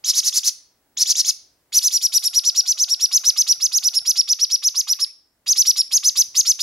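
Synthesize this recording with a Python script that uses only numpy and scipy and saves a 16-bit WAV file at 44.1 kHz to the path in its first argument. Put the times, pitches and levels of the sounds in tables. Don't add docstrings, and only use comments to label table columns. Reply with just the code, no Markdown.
import sys
import numpy as np
from scipy import signal
from scipy.fft import rfft, irfft, next_fast_len
from scipy.io import wavfile
from scipy.ndimage import uniform_filter1d, map_coordinates

SR = 44100
rng = np.random.default_rng(int(sys.argv[2]) if len(sys.argv) > 2 else 0)


def generate_wav(sig):
    pcm = np.round(np.clip(np.atleast_2d(sig).T, -1, 1) * 32767).astype(np.int16)
    wavfile.write(sys.argv[1], SR, pcm)


N = 291942

# [start t/s, length/s, crest f/Hz, relative crest level/dB]
SQUEAL_LIST = [(.038, 0.081, 5980, -11), (0.13, 0.077, 6210, -10.5), (0.225, .074, 6155, -12.5),
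               (0.321, 0.075, 6100, -12), (0.428, 0.07, 6260, -11.5), (.967, 0.072, 6180, -9.5),
               (1.053, .075, 6080, -9), (1.147, .072, 6140, -10), (1.242, 0.07, 6040, -10.5),
               (1.72, 0.076, 6090, -9), (1.809, 0.08, 6250, -11), (1.902, 0.079, 5880, -11),
               (2.007, 0.065, 5830, -10.5), (2.118, 0.068, 5904, -9), (2.221, 0.064, 5690, -12),
               (2.329, 0.069, 5864, -9.5), (2.433, 0.07, 5990, -9.5), (2.544, .068, 5880, -9),
               (2.652, 0.078, 6164, -11.5), (2.77, 0.078, 6285, -11), (2.877, 0.072, 5770, -11.5),
               (2.992, .071, 5850, -10.5), (3.108, 0.075, 6310, -9.5), (3.234, .074, 6134, -8.5),
               (3.358, .068, 6230, -9), (3.464, 0.068, 5980, -8.5), (3.597, 0.075, 6330, -11.5),
               (3.713, 0.078, 6440, -11.5), (3.822, .07, 6060, -11), (3.93, .063, 5540, -11.5),
               (4.048, 0.072, 6193, -10.5), (4.153, 0.064, 5647, -9), (4.273, .065, 6140, -10),
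               (4.386, 0.067, 5960, -10.5), (4.495, .068, 5930, -10.5), (4.621, .071, 6220, -11),
               (4.742, 0.075, 6320, -13), (4.869, .07, 6000, -11.5), (4.987, 0.063, 5564, -12.5),
               (5.46, 0.076, 6335, -10), (5.552, 0.076, 6200, -8.5), (5.647, .07, 5996, -8),
               (5.756, .064, 5615, -9.5), (5.907, 0.076, 6510, -9.5), (6.027, 0.073, 6380, -9.5),
               (6.153, .073, 6250, -8.5), (6.344, .072, 6540, -9), (6.448, 0.076, 6280, -9.5),
               (6.587, 0.074, 6030, -8.5)]
SIDES = np.array([[.5], [-.5]])


def amp(db):
    return 10 ** (np.asarray(db) / 20)


def unit(x):
    return x / np.sqrt(np.mean(x ** 2) + 1e-20)


def at(curve, where):
    return np.interp(where, *np.transpose(curve))


def along(points, hz, axis=1):
    table = np.transpose(points)
    return np.interp(np.log(hz + 1), np.log(table[0] + 1), table[axis])


def filtered(x, response):
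    m = next_fast_len(N + SR // 2)
    return irfft(rfft(x, m) * response(np.fft.rfftfreq(m, 1 / SR)), m)[..., :N]


def wobble(t, rate):
    return map_coordinates(rng.standard_normal(1024), [t * rate], mode="wrap")


def turns(hz):
    return 2 * np.pi * np.cumsum(hz) / SR


def room_tone(level_db, hiss_db, hum_hz, hum_db):
    # [f/Hz, relative density/dB]
    floor = [(25, -8.5), (60, -10), (120, -10), (200, -14), (300, -9.5), (450, -14), (750, -15),
             (1100, -20), (2000, -22), (3500, -49.5), (7000, -79.5)]
    # [t/s, relative level/dB]
    tone_level = [(0.0, -72), (0.46, -77.5), (1.05, -75), (2.43, -77), (3.8, -74), (5.11, -80.5),
                  (6.36, -72), (6.62, -77)]
    t = np.arange(N) / SR
    air = rng.standard_normal(N) + 0.3 * rng.standard_normal((2, N))
    rumble = unit(filtered(air, lambda hz: amp(along(floor, hz)) * hz / np.hypot(hz, 45)))
    hum = amp(hum_db + 2.7 * wobble(t, 8.3)) * np.sin(turns(hum_hz + 3 * wobble(t, 5.9)))
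    hiss = amp(hiss_db) * rng.standard_normal((2, N))
    return amp(level_db + at(tone_level, t)) * (rumble + hum + hiss)


def bumps(thud_band_hz, thud_t60_s, tick_t60_s):
    # [t/s, thud level/dB, claw tick level/dB], levels before decay
    bump_list = [(3.579, -53, -52), (4.017, -57, -50.5), (5.608, -53, -56.5), (5.698, -55, -47),
                 (6.272, -49.5, -60.5)]
    thuds, ticks = np.zeros(N + SR), np.zeros(N + SR)
    t = np.arange(SR // 4) / SR
    for start_s, thud_db, tick_db in bump_list:
        i = round(start_s * SR)
        push = unit(wobble(t, 2 * thud_band_hz)) * (1 - np.exp(-t / 0.0017))
        thuds[i:][:len(t)] += amp(thud_db - 60 * t / thud_t60_s) * push
        ticks[i:][:len(t)] += amp(tick_db - 60 * t / tick_t60_s) * rng.standard_normal(len(t))
    return (thuds + ticks)[:N]


def room(x, build_s, alike):
    # [f/Hz, t60/s]
    decay = [(300, .2), (1000, 0.6), (2600, 0.53), (5400, 0.39), (6800, .33), (10000, 0.31), (15000, 0.1)]
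    length = SR * 3 // 4
    noise = rng.standard_normal((2, length)) + alike * rng.standard_normal(length)
    hz, t, z = signal.stft(noise, SR, nperseg=256)
    envelope = amp(-60 * t / along(decay, hz)[:, None]) * (1 - np.exp(-t / build_s))
    tail = signal.istft(z * envelope, SR, nperseg=256)[1]
    return signal.fftconvolve(x[None], tail / np.linalg.norm(tail[0]), axes=1)[:, :N]


def walls(x):
    # [delay/s, level/dB]
    echoes = [(.0095, -22.5), (0.0115, -41), (0.025, -23.5)]
    return filtered(x, lambda hz: 1 + sum(amp(db) * np.exp(-2j * np.pi * hz * delay_s)
                                          for delay_s, db in echoes))


def ports(x):
    # [f/Hz, left minus right level/dB, left phase lead/rad]
    contrast = [(500, -1.5, 0), (2400, -0.4, 0.8), (3200, -4.5, 0.82), (4120, -4.5, -0.73),
                (5200, -0.5, -0.63), (7000, -0.8, -.3), (9300, 1.1, -0.75), (11500, -2, -1.3),
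                (12600, -7, -1.6), (15000, -2.5, -1.2)]
    return filtered(x, lambda hz: amp(SIDES * along(contrast, hz))
                    * np.exp(1j * SIDES * along(contrast, hz, axis=2)))


def peeps(level_db, base_hz, after_s, length_s):
    # [from t/s, to t/s]
    stretch = (2.0, 4.3)
    out = np.zeros(N + SR)
    t = np.arange(SR // 16) / SR
    u = np.clip(t / length_s, 0, 1)
    for start, length, *_ in SQUEAL_LIST:
        end = start + length
        if stretch[0] < end < stretch[1]:
            glide = 1.08 - 0.11 * u + 0.041 * wobble(t, 200)
            phase = turns(base_hz * (1 + 0.037 * rng.standard_normal()) * glide)
            gain = amp(level_db - 1.3 * (end - stretch[0]) + 2.5 * rng.standard_normal())
            tone = np.sin(phase) + 1.367 * np.sin(2 * phase)
            out[round((end + after_s) * SR):][:len(t)] += gain * np.sin(np.pi * u) * tone
    return out[:N]


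def arch(u, shoulder_hz, crest_hz, hoarse, knee_hz):
    # [progress (1 crest, 2 end), f/Hz]
    fall = [(1.879, 3617), (2, 2820), (2.199, 2070)]
    shoulder_u = .62
    climb = [(0, 1417), (.14, 3042), (.36, 4500 - 450 * hoarse), (shoulder_u, shoulder_hz)]
    rising = crest_hz - (crest_hz - shoulder_hz) * np.abs((1 - u) / (1 - shoulder_u)) ** 1.2
    sinking = crest_hz - (crest_hz - knee_hz) * np.abs((u - 1) / 0.69) ** 1.9
    after_crest = np.where(sinking > knee_hz, sinking, at([(1.75, knee_hz), *fall], u))
    pitch = np.select([u < shoulder_u, u < 1], [at(climb, u), rising], after_crest)
    return uniform_filter1d(pitch, size=90)


def squeal(start, crest, end, shoulder_hz, crest_hz, rise_db, crest_db, hoarse, bright_db, croak_db):
    t = np.arange(SR // 8) / SR
    u = np.where(t < crest - start, t / (crest - start), 1 + (t + start - crest) / (end - crest))
    hoarse = np.clip(hoarse, 0, 1)
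    pitch = arch(u, shoulder_hz, crest_hz, hoarse, knee_hz=4820)

    lock = np.interp(crest_hz, [5700, 6400], [.66, .47])
    effort_db = np.interp(
        u, [0, .17, lock - .03, lock + 0.063, 1, 1.45, 1.82, 2.05, 2.25],
        [rise_db - 14.5, rise_db - 3 + 4 * hoarse, rise_db,
         (rise_db + 3 * crest_db) / 4 - 5.0 * hoarse,
         crest_db + .5, crest_db + 1, crest_db - 1, crest_db - 15.5, -60])

    unlocked = np.interp(u - lock, [-.08, .03], [1, 0]) * (1 - hoarse)
    harsh = np.clip(2 * hoarse - .8, 0, 1)
    breakup = hoarse * np.interp(u, [.25, .45, .65, .9], [0.2, 0.933, 0.99, 0.14])
    broken_top = harsh * np.interp(u, [.65, .9, 1.5, 1.75], [0.053, 0.55, .65, 0.41])
    rough = unlocked + breakup + broken_top

    flutter_depth = np.clip((pitch - 5900) / 400, 0, 1) * (1 - hoarse)
    flutter = flutter_depth * np.sin(turns(560 * (1 + 0.35 * wobble(t, 260))))
    drift = 1 + .003 * wobble(t, 250) + .045 * flutter + .075 * rough * wobble(t, 400)
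    phase = turns(pitch * drift + 380 * rough * wobble(t, 1299))

    doubled = np.interp(u, [.2, .3, .55, .7], [0, .6, .6, 0]) * np.sin(1.5 * phase)
    lower_gain = np.interp(u, [.6, .8, 1.35, 1.6], [0.16, 0.35, 0.9, 0.067])
    lower = lower_gain * np.sin(3 / 4 * phase + wobble(t, 700))

    split = np.interp(u - lock, [-.1, .03, .35, .8], [0, 1, .7, 0])
    split = split * np.clip(3 * hoarse - .3, 0, 1) * rng.uniform(.4, 1.3)
    divided = np.sin(phase / rng.choice([3, 4]) + 0.46 * wobble(t, 300))
    bands = np.minimum(split, 1) * (1 - harsh / 2) * divided
    rattle_hz = np.interp(u, [0, .55], [700, 1150]) * (1 + .2 * wobble(t, 350))
    rattle = unlocked * np.sin(turns(rattle_hz))
    swell = amp(5.5 * rattle + 4 * bands + 1.8 * rough * wobble(t, 1200)
                + 2.2 * flutter - 2.5 * rough ** 2)
    phase = phase + 1.16 * rattle + .4 * bands

    low_db = np.interp(u, [.17, .28, 1], [0, -14, 0]) - 24 + 21 * np.sqrt(hoarse)
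    high_db = -9.0 + 0.62 * bright_db - 12.5 * hoarse
    high = np.interp(pitch, [3900, 4700], [0, 1])
    fade_db = (1.5 - hoarse) * np.interp(u, [1.55, 1.85], [0, 9])
    overtone = amp((1 - high) * low_db + high * high_db + 3.0 * wobble(t, 450) - fade_db)
    tone = np.sqrt(2) * (np.sin(phase) + hoarse ** 2 * doubled + harsh * lower
                         + overtone * np.sin(2 * phase))

    flow = np.interp(u, [0, .2, .45, 1.2, 1.8], [.15, 0.18, 1.155, 1.09, 0.53])
    hiss_gain = amp(0.37 * bright_db - 5.0 + 4.85 * np.sqrt(hoarse) + 5.4 * rattle)
    hiss = (0.2 + 0.73 * rough) * flow * hiss_gain * rng.standard_normal(len(t))

    croak_shape = np.interp(t, [0, .002, .009, .024], [0, 0.9, 0.85, 0.073])
    croak_tone = np.sin(turns(1010 + 12000 * t + 260 * wobble(t, 700)))
    croak = amp(croak_db + 30.5) * croak_shape * croak_tone
    gate = np.clip(t / 0.001, 0, 1) * (u < 2.25)
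    return amp(effort_db) * (swell * tone + hiss) * gate + croak


def beg(start, length, crest_hz, crest_db):
    # [t/s, hoarseness (clipped to 0-1)]
    hoarseness = [(0, 0.99), (1.25, 1.01), (1.72, .48), (2.7, 0.27), (4.4, .1), (5.5, 0.21), (6.6, 0.36)]
    # [hoarseness, usual shoulder f/Hz]
    shoulder = [(0, 5180), (.42, 5680), (1, 5020)]
    # [t/s, relative brightness/dB]
    treble = [(.15, 2.5), (.33, 8), (1.1, -7.5), (1.72, 11.5), (1.92, 1.5), (2.22, 12.5), (2.43, -7.5),
              (3.1, -1.5), (3.47, -5), (4.04, 2), (4.16, -11), (4.4, -9.5), (4.8, -0.5), (5.5, -3),
              (6.35, 4), (6.6, -4)]
    # [t/s, relative level/dB]
    croak_level = [(0, -56), (2, -60.5), (2.4, -52), (3, -54), (3.2, -41), (3.55, -52), (4.5, -54),
                   (4.85, -43), (5.5, -54), (6.1, -48), (6.6, -52)]
    crest_share = .7
    usual_crest_hz, shoulder_follows = 6000, .4
    climb_db, climb_growth_db_per_s = -8, 0.53
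    hoarse = np.clip(at(hoarseness, start), 0, 1)
    shoulder_hz = at(shoulder, hoarse) + shoulder_follows * (crest_hz - usual_crest_hz)
    rise_db = crest_db + climb_db + climb_growth_db_per_s * start
    return squeal(start, start + crest_share * length, start + length, shoulder_hz, crest_hz,
                  rise_db, crest_db, hoarse, at(treble, start), at(croak_level, start))


def bounce(note):
    lags = (SR * (rng.uniform(.0022, .0038) + .00003 * rng.standard_normal(2))).astype(int)
    return np.array([note + .3 * np.pad(note, (lag, 0))[:len(note)] for lag in lags])


def chicks():
    # [f/Hz, relative gain/dB]
    throat = [(150, -62.5), (500, -32), (850, -33), (1130, -24.5), (1500, -26), (2000, -19), (3000, -15.5),
              (4200, -8), (5200, -1.5), (6100, -1.5), (7100, -0.5), (8200, -14.5), (9300, -3),
              (12000, -6.5), (15500, -17)]
    # [t/s, left minus right level/dB]
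    pan = [(0.0, -1.5), (0.18, -2.5), (0.39, -1), (3.26, -1.5), (3.69, -4), (4.72, -1.5), (4.76, -5),
           (4.92, -2.5), (6.62, -1.5)]
    voice = np.zeros((2, N + SR))
    centre_db = np.mean(pan, axis=0)[1]
    for start, length, crest_hz, crest_db in SQUEAL_LIST:
        note = bounce(beg(start, length, crest_hz, crest_db))
        note = note * amp((at(pan, start) - centre_db) * SIDES)
        voice[:, round(start * SR):][:, :note.shape[1]] += note
    return filtered(voice[:, :N], lambda hz: amp(along(throat, hz)))


def scene():
    voice = amp(-2.0) * chicks() + peeps(level_db=-59, base_hz=687, after_s=0.016, length_s=0.029)
    spill = filtered(voice.mean(axis=0), lambda hz: amp(np.interp(hz, [6500, 10000], [-19.5, -15])))
    near = ports(walls(voice)) + bumps(thud_band_hz=188, thud_t60_s=0.049, tick_t60_s=0.012)
    tail = room(spill, build_s=0.011, alike=1.0)
    return near + tail + room_tone(level_db=5, hiss_db=2.5, hum_hz=58, hum_db=-9)


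def record(dry):
    top_hz = 15750
    return filtered(dry, lambda hz: hz < top_hz)


dry = scene()
out = record(dry)
generate_wav(out)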